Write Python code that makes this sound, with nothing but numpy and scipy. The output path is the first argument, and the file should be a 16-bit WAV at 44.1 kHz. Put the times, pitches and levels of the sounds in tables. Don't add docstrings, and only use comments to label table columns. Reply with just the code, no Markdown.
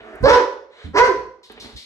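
import sys
import numpy as np
from scipy import signal
from scipy.fft import rfft, irfft, next_fast_len
from scipy.io import wavfile
from scipy.ndimage import uniform_filter1d, minimum_filter1d, map_coordinates

SR = 44100
rng = np.random.default_rng(int(sys.argv[2]) if len(sys.argv) > 2 else 0)


def to_wav(s):
    ch = np.atleast_2d(s).T
    pcm = np.round(np.clip(ch, -1, 1) * 32767)
    wavfile.write(sys.argv[1], SR, pcm.astype(np.int16))


def gain_from_decibels(decibels):
    exponent = np.asarray(decibels, float) / 20
    return 10 ** exponent


N = 81585

# hz, density_db
HUSH = [(25, -23.5), (60, -10), (150, -18.5), (400, -11.5), (1500, -13.5), (3000, -35), (12000, -59)]
HUSH_DB = -62

# start_s, peak_s, end_s, level_db
BREATHS = [
    (-0.1, 0.092, 0.59, -42.5),
    (0.68, 0.833, 0.91, -47.5),
    (0.69, .86, 0.875, -50),
    (-.1, 0.0067, .12, -63.5),
]
# hz, density_db
BREATH_SPECTRA = [
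    [(120, -71), (200, -18.5), (404, -4), (559, -15.5), (663, -5), (815, -18.5), (1620, -11.5), (4290, -39),
     (12000, -50.5), (15600, -93), (22000, -120)],
    [(200, -35), (500, -4), (750, -13.5), (2000, -7.5), (2800, -17.5), (6000, -34), (12000, -63)],
    [(2200, -21), (3200, -2), (4000, 2.5), (4600, -13), (7000, -18.5), (9000, -22), (14000, -60)],
    [(2500, -53), (3300, -6.5), (3900, -2.5), (4800, -33.5), (12000, -56.5)],
]

# start_s, level_db, t60_s
SCUFFS = [
    (.003, -40.5, 0.041),
    (1.497, -37, 0.063),
    (1.514, -53.5, 0.36),
    (1.544, -54.5, 0.46),
    (1.575, -46, 0.044),
    (1.622, -47.5, 0.37),
    (1.644, -39.5, 0.063),
    (1.685, -51, 0.18),
    (1.719, -60, .2),
]
# hz, density_db
RUG = [(88, -92), (150, -14.5), (408, -13), (472, -10), (546, -19.5), (599, -18), (3500, -23.5),
       (4550, -31), (7700, -120)]
GRAIN_DB = 3

# start_s, level_db, floor_pitch_hz, t60_s
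THUDS = [(.005, -54.5, 50.5, 0.52), (0.138, -46.5, 45.4, 0.2), (0.203, -29, 66.2, 0.58),
         (0.224, -13, 62.4, 0.2), (0.303, -20, 65.7, 0.12), (.345, -34.5, 39.5, 0.23),
         (0.842, -31, 80, 0.61), (0.97, -28, 69, 0.076), (1.002, -30, 50.4, 0.29), (1.071, -34, 75.7, 0.13),
         (1.157, -39.5, 57.4, 0.44), (1.253, -45.5, 65.2, 0.15), (1.491, -57.5, 50, 0.78),
         (1.55, -60, 49.9, 0.22), (1.599, -47.5, 56.4, 0.194), (1.648, -45.5, 53.4, 0.13),
         (1.728, -46, 59, 0.096), (1.747, -37, 58.2, 0.12)]
# hz, density_db
PUFF = [(25, -18.5), (60, 5.5), (150, -5.5), (280, 1.5), (400, -22), (700, -49)]
THUD_RISE_S, BOARD_RATIO, BOARD_DB, PUFF_DB = 0.006, 2.1, -9, -6

# start_s, level_db
TICKS = [
    (.155, -43),
    (1.52, -41),
]
# hz, density_db
CLAW = [(5000, -63), (7000, -6), (11500, 13), (13500, -43)]

# time_s, pitch_hz, level_db, roughness_0_1, mouth_opening_0_1
BARK_ONE = [
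    (.23, 252, -31, 0, 0.5),
    (.243, 259.2, -7.5, 0.42, 0.11),
    (.27, 282.1, -0.5, 0.3, 0.18),
    (.279, 431.7, -12, 0.3, 1),
    (.297, 459, -10, 0.59, 0.86),
    (.315, 505, -10.5, 0.36, 1),
    (.35, 495.8, -14.5, 0.25, 0.45),
    (.378, 469.6, -22, 0.31, 0.38),
    (.42, 339.3, -23.5, 0.08, 0.46),
]
BARK_TWO = [
    (.934, 263.3, -43, 0.16, .3),
    (.947, 274.9, -24.5, 0.3, 0.25),
    (.963, 344.7, -17, 0.34, 0.62),
    (.98, 428.5, -9, 0.49, 0.92),
    (.998, 480, -13.5, 0.087, 1),
    (1.03, 512.6, -11, 0.073, 0.77),
    (1.068, 520.4, -21.5, 0.37, 1),
    (1.09, 414.6, -16, 0.09, 0.19),
    (1.145, 258.8, -35, 0.096, 0.46),
]
# centre_hz, width_hz, level_db
THROAT_ONE = [(514, 317, 4.5), (878, 177, 0), (1785, 423, -1), (2193, 68, -1), (4374, 1400, -18.5),
              (5480, 1000, -12.5), (3140, 1600, -35)]
# centre_hz, width_hz, level_db
THROAT_TWO = [(480, 195, 7), (972, 78, 4), (1728, 464, 1), (2077, 225, 2), (4374, 400, -15.5),
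              (5650, 880, -11.5), (3060, 900, -36)]
# start_s, rise_s, hold_s, t60_s, level_db
AIR = [
    (0.233, 0.062, 0.048, .3, -12.5),
    (0.995, .022, 0.025, .45, -20),
]
# cutoff_hz, level_db, odd_partials_db (below DOUBLING_HZ)
SHUT = [
    (605, 6.5, -16),
    (480, 9, 4),
]
JITTER, SHIMMER_DB = 0.006, 1.2
DOUBLING_HZ, PULSE_TOP_HZ = 300, 2403
RASP_DB, RASP_LOW_HZ, HISS_LIFT_DB = 10.5, 520, 1.5
CHEST_HZ, EDGE_HZ, EDGE_LEAK_DB = 204, 5300, -10
SHUT_DAMPING, SHUT_LEAK_HZ, LEAK_WIDTH_HZ, LEAK_DB = 0.71, 4470, 600, -5
BARK_GAIN = 1.205

# start_s, rise_s, hold_s, t60_s, pitch_hz, level_db
UNDERTONES = [
    (.941, 0.011, 0.015, 0.064, 408.7, -20),
    (0.945, 0.02, 0.009, 0.056, 998, -17),
]

# start_s, level_db
SNIFFS = [
    (1.43, -49.5),
    (1.598, -41.5),
    (1.761, -42),
]
# hz, density_db
NOSE = [(1200, -67.5), (1900, -9.5), (2600, -12.5), (3900, 0), (4800, -5), (6500, -15.5), (11500, -20),
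        (15500, -38)]
SNIFF_RISE_S, SNIFF_HOLD_S, SNIFF_T60_S, FLUTTER_DB = 0.0025, 0.013, 0.46, 1.5

# hz, t60_s
ROOM = [(100, 0.5), (500, 0.57), (2000, 0.45), (6000, 0.48), (11000, 0.36)]
# hz, likeness_0_1
ALIKE = [(100, 1), (600, 0.89), (1500, 0.033), (4000, 0.15)]
# pitch_hz, level_db, t60_s
RINGS = [
    [(487, -9.5, 0.33), (505, -5.5, 0.54), (990, -6, 0.41)],
    [(1030, -16, 0.57), (802, -12, .4), (1013, -10.5, 0.4), (988, -8, .55)],
]
WET_DB, FLOOR_WET_DB, WALLS_DB, FIRST_WALL_S = -3, -25, -10, 0.004

# hz, left_over_right_db
BALANCE_DB = [(60, -2.5), (500, -4.5), (1000, -2.5), (3000, 1), (12000, -1.8)]
LAG_S = 0.00015
MIC_LOW_HZ, MIC_HIGH_HZ, TOP_HZ = 40, 11880, 15740
LIMIT, LIMIT_HOLD_S = 0.97, 0.004


def unit(x):
    return x / np.sqrt(np.mean(x ** 2) + 1e-20)


def along(points, hz):
    f, v = np.transpose(points)
    return np.interp(np.log(hz + 1), np.log(f + 1), v)


def wobble(rate_hz):
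    knots = rng.standard_normal(int(N * rate_hz / SR) + 4)
    return map_coordinates(knots, [np.arange(N) * rate_hz / SR])


def filtered(x, response):
    m = next_fast_len(N + SR // 2)
    return irfft(rfft(x, m) * response(np.fft.rfftfreq(m, 1 / SR)), m)[..., :N]


def noise(spectrum):
    return unit(filtered(rng.standard_normal(N), lambda hz: gain_from_decibels(along(spectrum, hz))))


def swell(start_s, rise_s, hold_s, t60_s):
    t = np.arange(N) / SR - start_s
    return np.clip(t / rise_s, 0, 1) * gain_from_decibels(-60 * np.clip(t - rise_s - hold_s, 0, None) / t60_s)


def room_hush():
    return gain_from_decibels(HUSH_DB) * np.array([noise(HUSH), noise(HUSH)])


def breaths():
    t = np.arange(N) / SR
    out = np.zeros(N)
    for (start, peak, end, db), spectrum in zip(BREATHS, BREATH_SPECTRA):
        ramp = np.interp(t, [start, peak, end], [0, 1, 0])
        out += gain_from_decibels(db + 0.51 * wobble(40)) * ramp * noise(spectrum)
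    return out


def scuffs():
    bursts = sum(gain_from_decibels(db) * swell(s, 0.003, 0, t60) for s, db, t60 in SCUFFS)
    return noise(RUG) * gain_from_decibels(GRAIN_DB * wobble(190)) * bursts


def thuds():
    t = np.arange(N) / SR
    puff = gain_from_decibels(PUFF_DB) * np.array([noise(PUFF), noise(PUFF)])
    out = np.zeros((2, N))
    for s, db, hz, t60 in THUDS:
        floor = np.sin(2 * np.pi * hz * (s - t))
        board = gain_from_decibels(BOARD_DB) * np.sin(2 * np.pi * BOARD_RATIO * hz * (t - s))
        out += gain_from_decibels(db) * swell(s, THUD_RISE_S, THUD_RISE_S, t60) * (floor + board + puff)
    return out


def claws():
    return noise(CLAW) * sum(gain_from_decibels(db) * swell(s, 0.00029, 0, 0.0217) for s, db in TICKS)


def fold_pulses(pitch_hz, phase, odd_db, before_release):
    order = np.arange(1, 31)[:, None]
    doubling = gain_from_decibels(odd_db * (order % 2) * (pitch_hz < DOUBLING_HZ) * before_release)
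    rolloff = 1 + (order * pitch_hz / PULSE_TOP_HZ) ** 4
    return unit((np.cos(order * phase) * doubling / rolloff).sum(axis=0)) * gain_from_decibels(SHIMMER_DB * wobble(160))


def rasp_response(f):
    hiss = 1 + gain_from_decibels(HISS_LIFT_DB) * (f > PULSE_TOP_HZ)
    return gain_from_decibels(RASP_DB) / (1 + (RASP_LOW_HZ / (f + 1)) ** 6) * hiss


def throat_response(f, tract):
    total = 0
    for k, (centre, width, db) in enumerate(tract):
        sign = (-1) ** max(k, 1)
        total = total + sign * gain_from_decibels(db) * 1j * f * width / (centre * centre - f * f + 1j * f * width)
    chest = (1j * f / (CHEST_HZ + 1j * f)) ** 3
    return total * chest * (gain_from_decibels(EDGE_LEAK_DB) + 1 / (1 + (f / EDGE_HZ) ** 12))


def shut_response(f, shut_hz, shut_db):
    muffle = gain_from_decibels(shut_db) / (1 + 2j * SHUT_DAMPING * f / shut_hz - (f / shut_hz) ** 2) ** 2
    return muffle + gain_from_decibels(LEAK_DB) / (1 + ((f - SHUT_LEAK_HZ) / LEAK_WIDTH_HZ) ** 4)


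def bark(rows, tract, air, closed):
    s, *columns = np.transpose(rows)
    t = np.arange(N) / SR
    pitch_hz, db, rough, mouth = [np.interp(t, s, c) for c in columns]
    rough, mouth = np.clip(rough, 0, 1), np.clip(mouth, 0, 1)
    shut_hz, shut_db, odd_db = closed
    jitter = 1 + JITTER * (1 + 4 * rough) * wobble(130)
    phase = 2 * np.pi * np.cumsum(pitch_hz * jitter) / SR

    pulses = fold_pulses(pitch_hz, phase, odd_db, t < s[-2])
    rasp = filtered(unit(rng.standard_normal(N) * (1 + np.cos(phase)) ** 2), rasp_response)
    voiced = (t > s[0]) * (t < s[-1])
    folds = voiced * gain_from_decibels(db) * (np.sqrt(1 - rough ** 2) * pulses + rough * rasp)

    gated = unit(rng.standard_normal(N) * (2 + np.cos(phase)))
    *shape, air_db = air
    rush = gain_from_decibels(air_db) * swell(*shape) * filtered(gated, lambda f: f > PULSE_TOP_HZ)

    opened = filtered(folds * mouth + rush, lambda f: throat_response(f, tract))
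    shut = filtered(folds * (1 - mouth),
                    lambda f: throat_response(f, tract) * shut_response(f, shut_hz, shut_db))
    return BARK_GAIN * (opened + shut)


def undertones():
    t = np.arange(N) / SR
    out = np.zeros(N)
    for s, rise, hold, t60, hz, db in UNDERTONES:
        level = gain_from_decibels(db + SHIMMER_DB * wobble(118.8))
        out += level * swell(s, rise, hold, t60) * np.sin(2 * np.pi * hz * (t - s))
    return out


def sniffs():
    bursts = sum(gain_from_decibels(db) * swell(s, SNIFF_RISE_S, SNIFF_HOLD_S, SNIFF_T60_S) for s, db in SNIFFS)
    return noise(NOSE) * gain_from_decibels(FLUTTER_DB * wobble(48)) * bursts


def room(x, rings):
    hz, t, z = signal.stft(rng.standard_normal((2, SR)), SR, nperseg=256)
    turn = np.arccos(np.clip(along(ALIKE, hz), -1, 1))[:, None] / 2
    mid, side = z[0] * np.cos(turn), z[1] * np.sin(turn)
    decay = gain_from_decibels(-60 * t / along(ROOM, hz)[:, None])
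    tail = signal.istft(np.array([mid + side, mid - side]) * decay, SR, nperseg=256)[1]
    tail = tail / np.linalg.norm(tail[0])
    answer = gain_from_decibels(WET_DB) * np.pad(tail, ((0, 0), (round(FIRST_WALL_S * SR), 0)))

    age = np.arange(SR // 2) / SR
    for ring_hz, db, t60 in rings:
        energy_norm = np.sqrt(np.log(1000) * 4 / t60 / SR)
        answer[:, :SR // 2] += gain_from_decibels(db - 60 * age / t60) * np.sin(2 * np.pi * ring_hz * age) * energy_norm / 10

    walls = rng.random((8, 3))
    taps = (SR * (0.003 + 0.025 * walls[:, 0])).astype(int)
    answer[:, taps] += gain_from_decibels(WALLS_DB) * (walls[:, 1:].T * 2 - 1)
    return signal.fftconvolve(x[None], answer, axes=1)[:, :N]


def scene():
    sides = np.array([[1], [-1]])
    small = breaths() + scuffs() + sniffs()
    floor = thuds()
    first = bark(BARK_ONE, THROAT_ONE, AIR[0], SHUT[0])
    second = bark(BARK_TWO, THROAT_TWO, AIR[1], SHUT[1]) + undertones()
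    direct = filtered(first + second + small + claws() + floor,
                      lambda hz: np.exp(1j * np.pi * hz * LAG_S * sides))
    echo = room(first, RINGS[0]) + room(second, RINGS[1])
    echo += room(small + gain_from_decibels(FLOOR_WET_DB) * floor.mean(axis=0), [])
    balanced = filtered(direct + echo, lambda hz: gain_from_decibels(along(BALANCE_DB, hz) / 2 * sides))
    return balanced + room_hush()


def roll_off(x):
    return signal.sosfilt(signal.butter(12, 15740, fs=SR, output="sos"), x)


def record(dry):
    def mic_response(hz):
        low_cut = 1j * hz / (MIC_LOW_HZ + 1j * hz)
        return low_cut / (1 + (hz / MIC_HIGH_HZ) ** 4) * (hz < TOP_HZ)

    mic = filtered(dry, mic_response)
    span = round(LIMIT_HOLD_S * SR)
    wanted = np.minimum(1, LIMIT / (np.abs(mic).max(axis=0) + 1e-9))
    gain = uniform_filter1d(minimum_filter1d(wanted, 2 * span), span)
    return roll_off(mic * gain)


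dry = scene()
out = record(dry)
to_wav(out)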